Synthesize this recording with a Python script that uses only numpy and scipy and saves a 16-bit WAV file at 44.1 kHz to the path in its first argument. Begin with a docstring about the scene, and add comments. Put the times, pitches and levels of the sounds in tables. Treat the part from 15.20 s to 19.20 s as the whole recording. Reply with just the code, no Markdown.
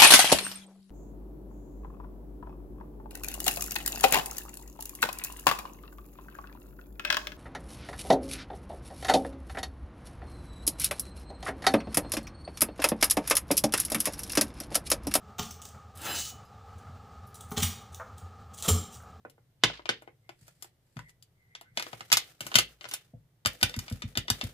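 """Garlic cloves are crushed three times under the flat of a knife on a plastic board, in a small kitchen.
Each clove bursts in swarms of tiny clicks, coloured as snapping skin, crunch and squashed flesh; the
pressed blade rings briefly, and jolts and low decaying tones make the board knock and thump.
Papery skin crackles, light taps are coloured noise, and the scraping blade is grit with a steel ring.
A low hum of coloured noise fills the room; the work sits in the centre, with the walls' reflections."""
import sys
import numpy as np
from scipy import signal
from scipy.fft import rfft, irfft
from scipy.io import wavfile
from scipy.ndimage import uniform_filter1d

SR = 44100
rng = np.random.default_rng(int(sys.argv[2]) if len(sys.argv) > 2 else 0)


def put_to_file(sound):
    """Save the sound as 16-bit audio at rate SR, in the file named by the first command-line argument."""
    columns = np.atleast_2d(sound).T  # one column per channel
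    safe = np.clip(columns, -1, 1)
    whole_steps = np.round(safe * 32767)
    wavfile.write(sys.argv[1], SR, whole_steps.astype(np.int16))


N = 176400
KNOCK_S = 0.0046  # length of a light touch or tap


def undb(db):
    """Decibels to amplitude gain."""
    return 10 ** (np.asarray(db) / 20)


def unit(x):
    """Scale to rms 1."""
    return x / np.sqrt(np.mean(x ** 2))


def clock():
    """The time of every sample, in seconds."""
    return np.arange(N) / SR


def through(x, response):
    """Pass a sound through an impulse response scaled to unit energy."""
    return signal.fftconvolve(x, response / np.linalg.norm(response))[:N]


def colour(x, points, shift=1, size=8192):
    """Minimum-phase filter through (frequency [Hz], relative level [dB]) points, moved in pitch by shift."""
    hz, db = np.array(points, float).T
    f = np.maximum(np.fft.rfftfreq(size, 1 / SR), 1)
    level_db = np.interp(np.log(f), np.log(hz * shift), db)
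    # folding the cepstrum onto positive time makes the filter causal
    cepstrum = irfft(np.log(undb(level_db)))
    cepstrum[1:size // 2] *= 2
    cepstrum[size // 2 + 1:] = 0
    return through(x, irfft(np.exp(rfft(cepstrum))))


def fade(t, t60):
    """Exponential decay, 60 dB down after t60 seconds."""
    return np.exp(-np.log(1000) * t / t60)


def ring(x, modes):
    """Drive damped modes (Hz, dB, t60 in s); dB sets each mode's share of the energy."""
    t = clock()[:SR // 2]
    response = 0
    for hz, db, t60 in modes:
        gain = undb(db) / np.sqrt(t60)  # a longer ring starts weaker for the same energy
        response = response + gain * fade(t, t60) * np.sin(2 * np.pi * hz * t)
    return through(x, response)


def walk(rate):
    """Smoothed random steps, rate per second, with a spread of 1."""
    k = int(SR / rate)
    steps = np.repeat(rng.standard_normal(N // k + 1), k)
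    return unit(uniform_filter1d(steps, k)[:N])


def clicks(per_s, spread_db, size=441):
    """A dense swarm of uneven clicks, levelled to steady power over size samples."""
    hits = rng.random(N) < per_s / SR
    x = hits * rng.choice([-1, 1], N) * undb(spread_db * rng.exponential(size=N))
    power = uniform_filter1d(x ** 2, size)
    return x / np.sqrt(np.maximum(power, 1e-6))


def burst(start, length):
    """Envelope of one break: quick rise, hold to half its length, then exponential release."""
    t = clock() - start
    rise = np.clip(t / (0.35 * length), 0, 1)
    release_s = 0.0023 + length / 10
    return rise * np.exp(-np.maximum(t - length / 2, 0) / release_s)


def fractures():
    """Tiny breaks in skin and flesh, as a swarm of clicks."""
    return clicks(per_s=7000, spread_db=3.5)


def hum():
    """A fan-like hum: noise through broad resonances, its level wavering a little."""
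    level_db, waver_db, waver_per_s = -49, 1.22, 36
    # broad resonances of the hum: (frequency [Hz], relative level [dB])
    hum_colour = [(25, 0), (50, -13.5), (80, 11), (105, 5), (145, -5.5), (215, -5), (340, -22), (430, -8.5),
                  (550, -16), (680, -13.5), (800, -3.5), (1000, -22), (1250, -2.5), (1480, -22),
                  (1680, -19), (1900, -26), (4000, -29.5), (7500, -35), (10000, -44), (16000, -48)]
    level = undb(level_db + waver_db * walk(waver_per_s))
    return level * colour(rng.standard_normal(N), hum_colour)


def cloves():
    """Skin snaps, the clove crunches and squashes, and the pressed blade rings briefly."""
    # cloves giving way: (time [s], length [s], skin snap level [dB], crunch level [dB],
    # flesh squash level [dB], blade ring level [dB])
    cracks = [(0.181, 0.023, -52, -38.5, -37, -53), (0.193, 0.0059, -49, -30, -39.5, -50),
              (0.227, 0.0085, -43, -41, -61, -68), (2.313, 0.018, -44, -50, -39.5, -68),
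              (2.363, 0.024, -44.5, -34, -45.5, -62), (2.375, 0.012, -35, -30.5, -34.5, -45),
              (2.397, 0.017, -43, -36, -44, -40), (2.419, 0.024, -27.5, -28.5, -42, -54),
              (2.43, 0.0059, -25.5, -24.5, -33.5, -30), (3.424, 0.077, -43.5, -41.5, -40.5, -39.5),
              (3.478, 0.019, -27, -27.5, -33.5, -63), (3.484, 0.012, -22.5, -37, -34, -20)]
    # colours of snapping skin, crunch and squashed flesh: (frequency [Hz], relative level [dB])
    skin_colour = [(800, -43), (2000, -13), (3200, -5.5), (4800, -10), (6400, -6.5), (8500, -3),
                   (11000, -5.5), (13500, -15.5), (16000, -7.5)]
    crunch_colour = [(700, -24.5), (1900, -6.5), (2500, -6), (3400, 1), (4700, -9), (6400, -2),
                     (7800, -5.5), (9500, -24), (16000, -12.5)]
    flesh_colour = [(200, -17.5), (430, 13.5), (600, -0.5), (780, 16.5), (980, -2), (1250, 14),
                    (1700, -5.5), (2200, -7), (3000, -14.5), (9000, -42)]
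    # modes of the blade damped by the palm: (frequency [Hz], relative level [dB])
    pressed_modes = [(1260, -6), (6100, -16), (7200, -13), (7420, 6), (8440, -1.5), (10600, -8),
                     (11720, -12)]
    pressed_t60_s = 0.02
    shapes = np.array([burst(row[0], row[1]) for row in cracks])
    gains = undb(np.array(cracks)[:, 2:])
    envelopes = gains.T @ shapes  # one envelope per layer, all cracks summed
    skin, crunch, flesh, push = (envelope * fractures() for envelope in envelopes)
    steel = ring(push, [(hz, db, pressed_t60_s) for hz, db in pressed_modes])
    return colour(skin, skin_colour) + colour(crunch, crunch_colour) + colour(flesh, flesh_colour) + steel


def board():
    """Each jolt is a short push into the board's modes; a longer contact sounds duller."""
    # jolts of clove and blade against the board: (time [s], level [dB], contact time [s])
    jolts = [(0.195, -26, 0.0026), (0.226, -31, 0.0045), (1.695, -41.5, 0.0027), (1.835, -40, .004),
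             (2.3179, -27.5, 0.0024), (2.3738, -25, 0.0017), (2.4241, -20.5, 0.0032), (3.4783, -29, 0.0012),
             (3.4843, -15, 0.0015), (3.565, -29.5, 0.0015)]
    # modes of the board: (frequency [Hz], relative level [dB], t60 [s])
    board_modes = [(192, -12, .08), (226.8, -1, 0.097), (281.5, -6.5, .06), (425, -4, 0.089),
                   (514, -17.5, 0.048)]
    t = clock()
    push = 0
    for start, db, contact in jolts:
        half_sine = np.sin(np.pi * np.clip((t - start) / contact, 0, 1))
        push = push + undb(db) * half_sine * np.pi / (2 * contact * SR)  # equal area for any contact
    modes = sum(undb(db) * fade(t, t60) * np.sin(2 * np.pi * hz * t) for hz, db, t60 in board_modes)
    return signal.fftconvolve(push, modes)[:N]


def thumps():
    """Board and counter boom on one low decaying tone as the hand drops onto them."""
    # the board pressed against the counter: (time [s], level [dB],
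    # onset [s]: full at half of it, fading after it)
    presses = [(0.196, -40, 0.014), (2.379, -29, 0.014), (2.435, -25, 0.0065), (2.718, -41.5, 0.0068),
               (3.020, -38.5, 0.027), (3.498, -16, .034)]
    boom_hz, boom_t60_s = 87.3, 0.24
    out = 0
    for start, db, onset in presses:
        t = np.maximum(clock() - start, 0)
        swell = np.minimum(t / (onset / 2), 1) * fade(np.maximum(t - onset, 0), boom_t60_s)
        out = out + undb(db) * swell * np.sin(2 * np.pi * boom_hz * t)
    return out


def crackles():
    """Papery skin breaks in small bursts of fractures, each with its own pitch of colour."""
    # dry skin under blade and fingers: (time [s], length [s], level [dB], pitch of the colour [ratio])
    skin_breaks = [(0.249, 0.016, -47, 1.05), (0.288, 0.014, -64, 1.7), (0.305, .014, -41.5, 0.94),
                   (0.417, .010, -41.5, 1.03), (0.449, 0.013, -43.5, 0.96), (0.484, .012, -53, 1),
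                   (0.75, 0.02, -54.5, 1.37), (0.768, 0.023, -49, 1.3), (0.813, 0.014, -42.5, 1.34),
                   (1.575, 0.028, -64, 1.1), (2.065, 0.022, -62, 1.63), (2.142, 0.0076, -46, 1.32),
                   (2.151, 0.011, -49, 1.1), (2.205, 0.0094, -43, 1.1), (2.281, 0.041, -64, 1.4),
                   (2.305, 0.012, -49, 2), (2.718, 0.029, -59, 1.1), (2.742, .012, -44, 0.99),
                   (2.974, 0.024, -53.5, 1.07), (3.333, 0.027, -50, 1.07), (3.368, 0.041, -45.5, 1.12),
                   (3.395, 0.026, -47, 0.95), (3.423, 0.0058, -31.5, 1.12), (3.703, 0.1, -52, 1.05),
                   (3.822, 0.0058, -60.5, 1.5)]
    # colour of dry skin: (frequency [Hz], relative level [dB])
    dry_colour = [(800, -13), (2000, -18), (3100, -5), (4600, -9.5), (6500, 0), (8500, -3.5), (12000, -17),
                  (16000, -11)]
    swarm = fractures()
    out = 0
    for start, length, db, shift in skin_breaks:
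        out = out + colour(undb(db) * burst(start, length) * swarm, dry_colour, shift)
    return out


def knocks():
    """Short dull taps: bursts of noise through the colour of a light knock."""
    # light knocks: (time [s], level [dB])
    taps = [(0.545, -47.5), (1.668, -51.5), (2.797, -32.5), (2.804, -35.5), (2.811, -35.5), (3.800, -50.5),
            (3.832, -48.5)]
    # colour of a knock: (frequency [Hz], relative level [dB])
    knock_colour = [(150, -34.5), (380, -17.5), (480, 1), (850, -6), (1300, 8.5), (1950, -10.5),
                    (2350, -17.5), (4000, -50.5)]
    envelope = sum(undb(db) * burst(start, KNOCK_S) for start, db in taps)
    return colour(envelope * rng.standard_normal(N), knock_colour)


def free_blade(x):
    """The freely held steel takes the same number of cycles to die away in every mode."""
    # modes of the blade ringing freely: (frequency [Hz], relative level [dB])
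    free_modes = [(2713, 3), (2972, 5), (4048, -2.5), (5012, 2), (6266, -22), (6616, -17), (7500, 4),
                  (9819, 0.5), (11710, -4)]
    cycles = 790  # until 60 dB down
    return ring(x, [(hz, db, cycles / hz) for hz, db in free_modes])


def scrape():
    """The edge rasps over the board and sets the blade ringing, then lightens to a hiss."""
    # the blade drawn over the board: (time [s], low rasp level [dB], hiss level [dB], blade ring level [dB])
    strokes = [(0.76, -61, -75, -78), (0.811, -48.5, -65, -57), (0.85, -39, -39.5, -49),
               (0.895, -35.5, -50, -37.5), (0.935, -39, -48, -36), (0.955, -44.5, -34.5, -45),
               (0.989, -44.5, -31.5, -47.5), (1.04, -68, -37.5, -51), (1.105, -65, -41, -87),
               (1.13, -80, -70, -71)]
    # the blade touched lightly while held free: (time [s], level [dB])
    tings = [(0.755, -64), (0.813, -61), (1.249, -56.5)]
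    # colours of the rasp and the hiss: (frequency [Hz], relative level [dB])
    rasp_colour = [(70, -26), (200, 1), (420, -2.5), (600, -3.5), (820, 6), (1050, -7.5), (1300, -1.5),
                   (1800, 2), (2300, -8.5), (3000, -3), (4500, -13.5), (9000, -14.5)]
    hiss_colour = [(1000, -27.5), (2500, -6.5), (4000, 0), (5300, -1), (6700, 6), (8500, -1.5),
                   (11000, -8.5), (13500, -25), (16000, 3.5)]
    judder_db, judder_per_s = 1.36, 91.65
    times, *levels = np.array(strokes).T
    judder = judder_db * walk(judder_per_s)  # shared by all three layers
    layers = []
    for db in levels:
        level_db = np.interp(clock(), times, db, left=-120, right=-120)
        layers.append(undb(level_db + judder) * clicks(per_s=7000, spread_db=2.5))
    rasp, hiss, steel = layers
    touches = sum(undb(db) * burst(start, KNOCK_S) for start, db in tings) * fractures()
    return colour(rasp, rasp_colour) + colour(hiss, hiss_colour) + free_blade(steel + touches)


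def kitchen(x, wet_db):
    """Quick reflections from the counter, then the tail of the hard walls, shorter in the treble."""
    early_db, early_s = -4, 0.022  # early_s is a time constant
    split_hz, low_t60_s, treble_t60_s, onset_s = 6800, 0.46, 0.34, 0.0054
    t = clock()[:SR]
    early, low_noise, high_noise = rng.standard_normal((3, SR))
    low = signal.sosfilt(signal.butter(4, split_hz, fs=SR, output="sos"), low_noise)
    high = signal.sosfilt(signal.butter(4, split_hz, "high", fs=SR, output="sos"), high_noise)
    tail = low * fade(t, low_t60_s) + high * fade(t, treble_t60_s)
    walls = tail * np.minimum(t / onset_s, 1)
    reflections = undb(early_db) * through(x, early * np.exp(-t / early_s))
    return x + reflections + undb(wet_db) * through(x, walls)


def scene():
    """The work on the board sits in the centre; only the room's hum has a trace of width."""
    garlic = kitchen(cloves() + crackles() + knocks(), wet_db=-3.5)
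    blade = kitchen(scrape(), wet_db=-12.5)
    jolted_board = kitchen(board(), wet_db=-8)
    mono = garlic + blade + jolted_board + thumps() + hum()
    side = undb(-27) * hum()
    return np.array([mono + side, mono - side])


def record(dry):
    """The microphone lifts a narrow top-treble band, rounds loud peaks, and cuts deep bass and the very top."""
    peak_hz, peak_width_hz, peak_db = 14940, 165, 14
    peak_limit, low_hz, top_hz = 0.21, 45.4, 15500  # limit in full-scale units
    f = np.fft.rfftfreq(2 * N, 1 / SR)
    lift = undb(peak_db * np.exp(-0.5 * ((f - peak_hz) / peak_width_hz) ** 2))
    bright = irfft(rfft(dry, 2 * N) * lift)[:, :N]
    rounded = peak_limit * np.tanh(bright / peak_limit)
    lean = signal.sosfilt(signal.butter(2, low_hz, "high", fs=SR, output="sos"), rounded)
    return signal.sosfilt(signal.ellip(10, 0.2, 80, top_hz, fs=SR, output="sos"), lean)


dry = scene()
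out = record(dry)
put_to_file(out)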